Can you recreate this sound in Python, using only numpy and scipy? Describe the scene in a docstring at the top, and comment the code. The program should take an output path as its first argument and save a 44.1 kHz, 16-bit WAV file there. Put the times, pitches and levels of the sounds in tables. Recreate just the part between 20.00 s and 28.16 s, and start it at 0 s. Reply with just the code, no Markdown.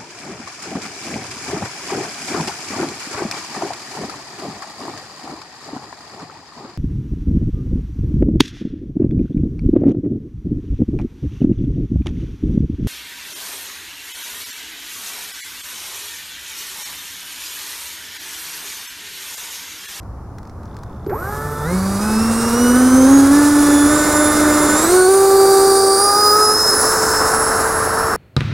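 """An electric ducted-fan model jet spools up on a dirt field, rolls past and speeds away.
Dry ticks and a faint servo buzz open over a distant rumble. At one second the motor kicks in with a
chirp, a growl and a thin controller whistle. As the throttle steps up, the shaft hums, the twelve-blade
fan whines, the duct hisses and the exhaust roars. At five seconds air noise and rumble duck, and the
tail swings to the listener: the roar darkens, the blade wakes swell, and at last the hum fades."""
import sys
import numpy as np
from scipy import signal
from scipy.fft import rfft, irfft
from scipy.io import wavfile
from scipy.ndimage import map_coordinates

SR = 44100
rng = np.random.default_rng(int(sys.argv[2]) if len(sys.argv) > 2 else 0)


def wav_out(sig):
    """Save sig, one row per channel (or a flat mono array), as 16-bit PCM at SR to the path in sys.argv[1]."""
    wavfile.write(sys.argv[1], SR, np.round(np.clip(np.atleast_2d(sig).T, -1, 1) * 32767).astype(np.int16))


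N = 359944
T = np.arange(N) / SR
FREQS = np.maximum(np.arange(N // 2 + 1) * SR / N, 1)
START_S = 1.096  # the rotor breaks loose
REF_HZ = 300  # shaft speed at which the speed-driven gains are 0 dB

# notches of the throttle stick: (time [s], target shaft speed [Hz])
THROTTLE = [(1.086, 147.6), (1.647, 193.2), (1.852, 198.4), (1.976, 217.6), (2.168, 227.5), (2.35, 232.4),
            (2.53, 244.6), (2.735, 255.2), (2.916, 262.6), (3.058, 276.4), (3.296, 291.7), (3.6, 290),
            (3.87, 301.5), (3.97, 298.6), (4.755, 316.7), (4.82, 336.6), (4.88, 370.4), (5.068, 389.5),
            (5.976, 405.7), (6.142, 416.4), (6.322, 425), (6.5, 430.3), (6.782, 439), (7.272, 444.4),
            (7.87, 450)]
# how the jet faces the listener: (time [s], view [0 side on, 1 rear quarter, 2 astern])
VIEW = [(0, 0.04), (4.75, 0.044), (5.2, 0.68), (5.8, 0.97), (6.35, 1.56), (6.8, 1.87), (7.3, 2.08),
        (8.16, 2.02)]
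# fan whine: (time [s], blade tone [dB], 2nd harmonic [dB], 3rd harmonic [dB])
WHINE_LEVELS = [(1.25, -32, -72, -66), (1.72, -44.5, -43, -57.5), (1.95, -50, -45, -60),
                (2.3, -40, -38, -36), (2.7, -35, -30, -32.5), (3.2, -50, -31, -34), (3.5, -48, -43, -37),
                (3.78, -39, -34, -25.5), (4.0, -38, -23.5, -33), (4.2, -32, -29, -24.5),
                (4.4, -39.5, -32.5, -30), (4.85, -34, -20, -27), (5.05, -33.5, -22, -40),
                (5.5, -30.5, -43, -38), (5.9, -30, -22, -40), (6.3, -20, -25.5, -31),
                (6.6, -17, -29.5, -47), (6.82, -19, -25.5, -56), (7.2, -27.5, -34, -58),
                (7.36, -32.5, -25.5, -68), (7.8, -43, -28.5, -75), (8.12, -30.5, -43, -75)]
# sidebands from uneven blades: (shaft multiple [x], level relative to the hiss [dB])
SIDEBANDS = [(11, -14.5), (13, -15), (22, -11), (23, -10), (25, -11), (35, -19), (37, -23)]
# noise bands of the blade wakes: (shaft multiple [x], half width [Hz], relative level [dB])
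WAKE_BANDS = [(12.78, 430, -2), (22.53, 720, 0)]
# once-a-turn hum: (time [s], level [dB])
HUM_LEVEL = [(1.28, -42), (1.62, -28), (1.75, -16.5), (2.01, -22), (2.2, -14.5), (2.47, -20.5), (2.65, -12),
             (3.15, -6.5), (3.5, -11), (3.88, -11), (4.0, -19.5), (4.65, -14), (4.83, -21.5), (4.95, -10),
             (5.5, -10), (5.93, -13.5), (6.1, -25.5), (6.3, -17.5), (6.5, -18.5), (6.6, -28), (6.75, -22.5),
             (8.15, -26.5)]
# drive into the airframe: (shaft multiple [x], side on [dB], rear quarter [dB], astern [dB], drop [dB])
OVERTONES = [(2, -6, -4, -17.5, -8.5), (3, -8.5, -5, 4, -21.5), (4, -7, -13.5, -18.5, -3),
             (5, -6.5, -28, -29, -8), (6, -4.5, -16, -18, -5), (7, -9, -24, -30, -14)]
# airframe resonances: (frequency [Hz], half width [Hz], gain [dB])
AIRFRAME_MODES = [(364, 8.2, -14), (438, 3, -19.5), (484, 11.3, -12), (529, 9.9, -15), (595.7, 6.5, -19),
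                  (819, 38, -17.5), (1216, 84, -21), (1490, 23.6, -18.5), (1733, 62, -26.5),
                  (2085, 20, -27)]
# partials of the cogging growl: (shaft multiple [x], relative level [dB])
COG_PARTIALS = [(3, -0.5), (6, -4.5), (7, -24), (8, -6), (9, 1.5), (10, -5)]
# colour of the exhaust roar: (frequency [Hz], side on [dB], rear quarter [dB], astern [dB])
ROAR_COLOUR = [(100, -11, -12, -17), (217, -0.5, -8, -8), (385, 4.5, 6, -4.5), (713, -2.5, -4.5, -3.5),
               (1296, 2.5, -5, 1), (1580, -3.5, -5, -2), (1903, -9, -17.5, -11), (2300, -15, -23.5, -23.5),
               (2900, -33.5, -35, -28.5), (5000, -37, -54, -43)]
# colour of the duct hiss: (frequency [Hz], side on [dB], rear quarter [dB], astern [dB])
HISS_COLOUR = [(2320, -4, -34, -37), (3290, -9, -29, -32), (3734, -1, -2, -6), (4330, -2.5, -7, -2.5),
               (5400, 2, -8, 4.5), (5800, 1, 0.5, 0), (7850, 1, 2, 2), (9000, 3.5, 1, -2.5),
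               (10600, 2, 0, 2), (12660, -9, -7, -8.5), (15800, -12, -8, -10)]
# roar and hiss duck sharply at five seconds, then the hiss fades away:
# (time [s], roar gain [dB], hiss gain [dB])
AIR_FADERS = [(1.3, 2.5, 1.5), (1.9, 0, 3), (2.7, 1.7, 2), (3.5, -2.5, 0), (4.1, .5, 0.7), (4.8, 1.5, 1.3),
              (5.05, -10, -6.5), (5.6, -7, -3.5), (6.1, -9, -7), (6.6, -9.5, -9.5), (6.8, -6.3, -7),
              (7.3, -5, -10), (8.15, -8, -16)]
# starting kicks of the motor: (time [s], length [s], pitch [Hz], peak [dB])
KICKS = [(1.066, 0.009, 373, -14.5), (1.082, 0.033, 412, -19.5), (1.114, .026, 370, -18.5),
         (1.141, 0.034, 433, -23)]
# switching whistle of the controller: (time [s], level [dB])
WHISTLE_LEVEL = [(1.06, -100), (1.07, -52), (1.2, -43), (2.3, -52), (2.7, -37), (3.1, -52), (4.6, -47),
                 (5.1, -90)]
# dry ticks up to the start: (time [s], level [dB])
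TICKS = [(0.0313, -49), (0.384, -33.5), (0.4304, -42), (0.4524, -45), (0.473, -41), (0.496, -39),
         (0.6325, -41), (0.6557, -41), (0.7437, -44), (0.7672, -34.5), (0.7881, -41), (0.834, -35),
         (1.0638, -38), (1.098, -39)]
# colour of the ticks: (frequency [Hz], relative level [dB])
TICK_COLOUR = [(500, -3), (1500, 8), (2900, -16), (4000, -6), (5800, -5.5), (8000, -14), (13000, -21),
               (16000, -18)]
# colour of the rumble over open ground: (frequency [Hz], relative level [dB])
RUMBLE_COLOUR = [(25, -11), (55, -1.5), (95, 1.5), (150, -8), (250, -13), (500, -20.5), (800, -20),
                 (1250, -23), (1700, -36.5), (2400, -48), (3200, -56), (5600, -48.5), (8000, -57),
                 (11000, -54), (15000, -62)]
# the rumble ducks while the jet is loudest and recovers afterwards: (time [s], gain [dB])
RUMBLE_FADER = [(0, -1.5), (.6, 1), (2, 4), (3.5, 1.5), (4.7, 2), (5.1, -8.5), (6.2, -9), (6.8, -2.5),
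                (8.16, 2)]
# microphone pair, jet side on: (frequency [Hz], left minus right [dB], phase lead of the left [rad])
MIC_SHADING = [(100, -.3, 0.033), (900, -1.4, 0.1), (2440, .5, 0), (3200, 0, 0), (4130, -4, 0),
               (4930, -2.4, -0.49), (8400, -3.2, -0.21), (10400, -7, -0.66), (11200, -19, 0),
               (12400, -2, 1.9), (14000, -1, 1.6), (15800, 4, 1.5)]


def fan(angle, hiss_db, rear_quarter, blades=12):
    """Blades chop uneven inflow: a fluttering whine on a noise skirt, with sidebands behind the wing."""
    out = np.zeros(N)
    for k, db in enumerate(curves(WHINE_LEVELS), 1):
        phase = k * blades * angle
        out += tone(phase, db + 3 * wander(3.3), rough=0.15, flutter_hz=26)
        out += undb(db - 16) * wander(170) * np.sin(phase)  # skirt
    for k, db in SIDEBANDS:
        out += (0.16 + 0.63 * rear_quarter) * tone(k * angle, hiss_db + db, rough=0.96, flutter_hz=56)
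    return out


def wake(angle, peak_s=6.01, width_s=0.6, level_db=-24.5):
    """Turbulent wakes smear the whine into bands of noise, in one swell as the tail swings round."""
    swell = np.exp(-((T - peak_s) / width_s) ** 2)
    bands = sum(undb(level_db + db) * wander(hz) * np.sin(k * angle) for k, hz, db in WAKE_BANDS)
    return np.sqrt(2) * swell * bands


def shaft_hum(angle, roar_db, side_on):
    """Rotor unbalance hums once a turn; gulped turbulent air makes it flutter while side on."""
    hum_db, = curves(HUM_LEVEL)
    hum = tone(angle, hum_db, rough=0.067, flutter_hz=13)
    flutter = side_on * undb(roar_db - 6) * wander(20) * np.sin(angle)
    return hum + flutter


def airframe(angle, speed, view_mix, drop_s=6.53, drop_length_s=0.038):
    """The shaft's overtones sweep through the airframe's resonances and fall away late in the run."""
    shake_db = 41 * decades(speed, REF_HZ)  # about the square of the speed
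    dropped = np.clip((T - drop_s) / drop_length_s, 0, 1)
    rough = 0.16 + 0.2 * view_mix[0]  # gulped air adds flutter while side on
    out = np.zeros(N)
    for k, *view_db, drop_db in OVERTONES:
        ring_power = sum(undb(db) ** 2 / (1 + ((k * speed - hz) / width) ** 2)
                         for hz, width, db in AIRFRAME_MODES)
        drive_db = shake_db + np.dot(view_db, view_mix) + drop_db * dropped + 1.07 * wander(4)
        out += np.sqrt(ring_power) * tone(k * angle, drive_db, rough, flutter_hz=24)
    return out


def cogging(angle, speed, top_hz=173):
    """The magnets growl at low speed, louder under starting torque, and fade out above top_hz."""
    growl_db = -31.5 + 51 * decades(speed, top_hz) + 15 * start_decay(0.043)
    fade = 1 / (1 + (speed / top_hz) ** 24)
    return fade * sum(tone(k * angle, growl_db + db, rough=0.45, flutter_hz=17) for k, db in COG_PARTIALS)


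def spool(lag_turns=12):
    """Shaft speed in Hz: the rotor glides to each throttle notch, sooner the faster it turns."""
    speed, previous_hz = np.zeros(N), 0
    for s, hz in THROTTLE:
        speed += (hz - previous_hz) * (1 - np.exp(-np.maximum(T - s, 0) * hz / lag_turns))
        previous_hz = hz
    return speed


def stutter():
    """Gain of the rotor: it starts with a stutter that settles as the controller locks on."""
    fade_in = np.clip((T - START_S) / 0.01, 0, 1)
    depth_db = 0.5 + 3 * start_decay(0.28)
    return fade_in * undb(depth_db * (1.5 * np.tanh(wander(70)) - 0.5))


def airflow(colours, view_mix, db, flutter_db):
    """Turbulent air, its colour crossfading with the side from which the jet is heard."""
    air = sum(np.sqrt(share) * noise(colour) for share, colour in zip(view_mix, spectra(colours)))
    return air * undb(db + flutter_db * wander(18))


def air_levels(speed):
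    """Roar and hiss in dB: both build with shaft speed and duck at five seconds, then the hiss fades."""
    roar_fader_db, hiss_fader_db = curves(AIR_FADERS)
    roar = undb(-20 + 49 * decades(speed, REF_HZ) + roar_fader_db)
    rasp = undb(-30) * start_decay(0.11)  # the rotor breaking loose
    hiss_db = -23.5 + 60 * decades(speed, REF_HZ) + hiss_fader_db
    return 20 * np.log10(np.hypot(roar, rasp)), hiss_db


def controller(switch_hz=11900):
    """The controller kicks the rotor into motion and whistles while it chops the current."""
    whistle_db, = curves(WHISTLE_LEVEL)
    out = tone(2 * np.pi * switch_hz * T, whistle_db, rough=0.18, flutter_hz=30)
    for s, length, hz, db in KICKS:
        progress = np.clip((T - s) / length, 0, 1)
        arch = np.sqrt(4 * progress * (1 - progress))
        out += undb(db) * arch * np.sin(2 * np.pi * hz * (T - s))
    return out


def ground_echo(direct, view, shrink_per_s=0.4):
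    """The echo off the dirt closes in on the direct sound as the jet leaves: a rising flange."""
    lag_s = 0.00021 * np.exp(-shrink_per_s * (T - 5.8))
    echo = map_coordinates(direct, [(T - lag_s) * SR], mode="mirror")
    gain = 0.19 * np.minimum(view, 1)
    return (direct + gain * echo) / np.sqrt(1 + gain ** 2)


def ground_scatter(roar_db):
    """The ground scatters the roar into a diffuse midrange wash."""
    colour, = spectra([(100, -2), (500, -11), (1150, 12), (1700, 9), (2500, -30), (6000, -60)])
    return noise(colour) * undb(roar_db - 27.5)


def mic_shading(jet, hiss_db, view, astern_share=0.24):
    """Side signal: the housing shades the left microphone, less as the jet moves straight ahead."""
    balance_db, lead = spectra(MIC_SHADING)
    left_over_right = undb(balance_db) * np.exp(1j * lead)
    shade = irfft(rfft(jet) * (left_over_right - 1) / (left_over_right + 1), N)
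    # the highest hiss scatters and reaches the two microphones unrelated
    colour, = spectra([(3500, -78), (5000, -23), (9500, -4), (11200, 17), (12500, 8), (16000, 0)])
    scatter = noise(colour) * undb(hiss_db - 13)
    off_axis = 1 - (1 - astern_share) * view / 2
    return off_axis * (shade + scatter)


def ticks(decay_s=0.0033):
    """Tiny dry clicks, each a noise burst that dies within milliseconds."""
    bursts = sum(undb(db) * (T >= s) * np.exp(-np.abs(T - s) / decay_s) for s, db in TICKS)
    return bursts * noise(spectra(TICK_COLOUR)[0])


def servo(start_s=0.68, stop_s=1.1, pulse_hz=60, ring_hz=3550, db=-51):
    """A control servo buzzes faintly as it holds its position."""
    cycle = (T - start_s) * pulse_hz % 1
    pulses = np.exp(-cycle / 0.089) * (T > start_s) * (T < stop_s)
    return undb(db) * pulses * (1 + 0.46 * wander(250)) * np.sin(2 * np.pi * ring_hz * T)


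def rumble(level_db=-32):
    """A bed of distant rumble over open ground."""
    fader_db, = curves(RUMBLE_FADER)
    return noise(spectra(RUMBLE_COLOUR)[0]) * undb(level_db + fader_db + 0.48 * wander(8))


def breeze(level_db=-52.5):
    """A slight breeze with a faint hiss on top."""
    colour = [(30, -1.5), (120, -23), (1000, -17), (2500, -40), (6000, -35), (11000, -38), (15000, -51)]
    return noise(spectra(colour)[0]) * undb(level_db)


def undb(db):
    """Decibels to gain."""
    return 10 ** (np.asarray(db) / 20)


def curves(table):
    """An envelope for each column of a time table, joined by straight lines."""
    s, *columns = np.transpose(table)
    return [np.interp(T, s, column) for column in columns]


def spectra(table):
    """An EQ curve for each column of a frequency table, joined on a log axis."""
    hz, *columns = np.transpose(table)
    return [np.interp(np.log(FREQS), np.log(hz), column) for column in columns]


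def noise(colour_db):
    """Noise shaped by an EQ curve, at rms 1."""
    shaped = irfft(rfft(rng.standard_normal(N)) * undb(colour_db), N)
    return shaped / shaped.std()


def wander(rate_hz):
    """A random modulator of spread 1, with little motion above rate_hz."""
    return noise(-10 * np.log10(1 + (FREQS / rate_hz) ** 4))


def tone(phase, db, rough, flutter_hz):
    """A sine whose level and phase are shaken by turbulence."""
    shaken = (1 + rough * wander(flutter_hz)) * np.sin(phase) + rough * wander(flutter_hz) * np.cos(phase)
    return undb(db) * shaken * np.sqrt(2 / (1 + 2 * rough ** 2))


def decades(speed, ref_hz):
    """Shaft speed as powers of ten above a reference."""
    return np.log10(np.maximum(speed, 1) / ref_hz)


def start_decay(decay_s):
    """An envelope that jumps to 1 as the rotor starts, then dies away."""
    age = T - START_S
    return (age >= 0) * np.exp(-np.abs(age) / decay_s)


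def scene():
    """The jet over the field, mixed as mid and side for two closely spaced microphones."""
    speed = spool()
    angle = 2 * np.pi * np.cumsum(speed * (1 + 0.00054 * wander(13.8))) / SR
    view, = curves(VIEW)
    view_mix = [np.maximum(1 - np.abs(view - k), 0) for k in range(3)]
    side_on, rear_quarter, _ = view_mix
    roar_db, hiss_db = air_levels(speed)
    roar = airflow(ROAR_COLOUR, view_mix, roar_db, flutter_db=0.72)
    # from the rear quarter the wakes take over part of the hiss
    hiss = airflow(HISS_COLOUR, view_mix, hiss_db - 3.1 * rear_quarter, flutter_db=0.9)
    rotor_gain = stutter()
    motor = shaft_hum(angle, roar_db, side_on) + airframe(angle, speed, view_mix) + cogging(angle, speed)
    rotor = rotor_gain * (motor + fan(angle, hiss_db, rear_quarter) + wake(angle))
    jet = rotor + roar + ground_echo(hiss, view) + controller()
    mid = jet + ticks() + servo() + rumble()
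    side = breeze() + ground_scatter(roar_db) + mic_shading(jet, hiss_db, view)
    return np.array([mid + side, mid - side])


def record(dry, top_hz=15850):
    """Peaks are held at full scale, then a steep low-pass cuts the top."""
    lowpass = signal.ellip(10, 0.1, 80, top_hz, fs=SR, output="sos")
    return signal.sosfilt(lowpass, np.clip(dry, -1, 1))


dry = scene()
out = record(dry)
wav_out(out)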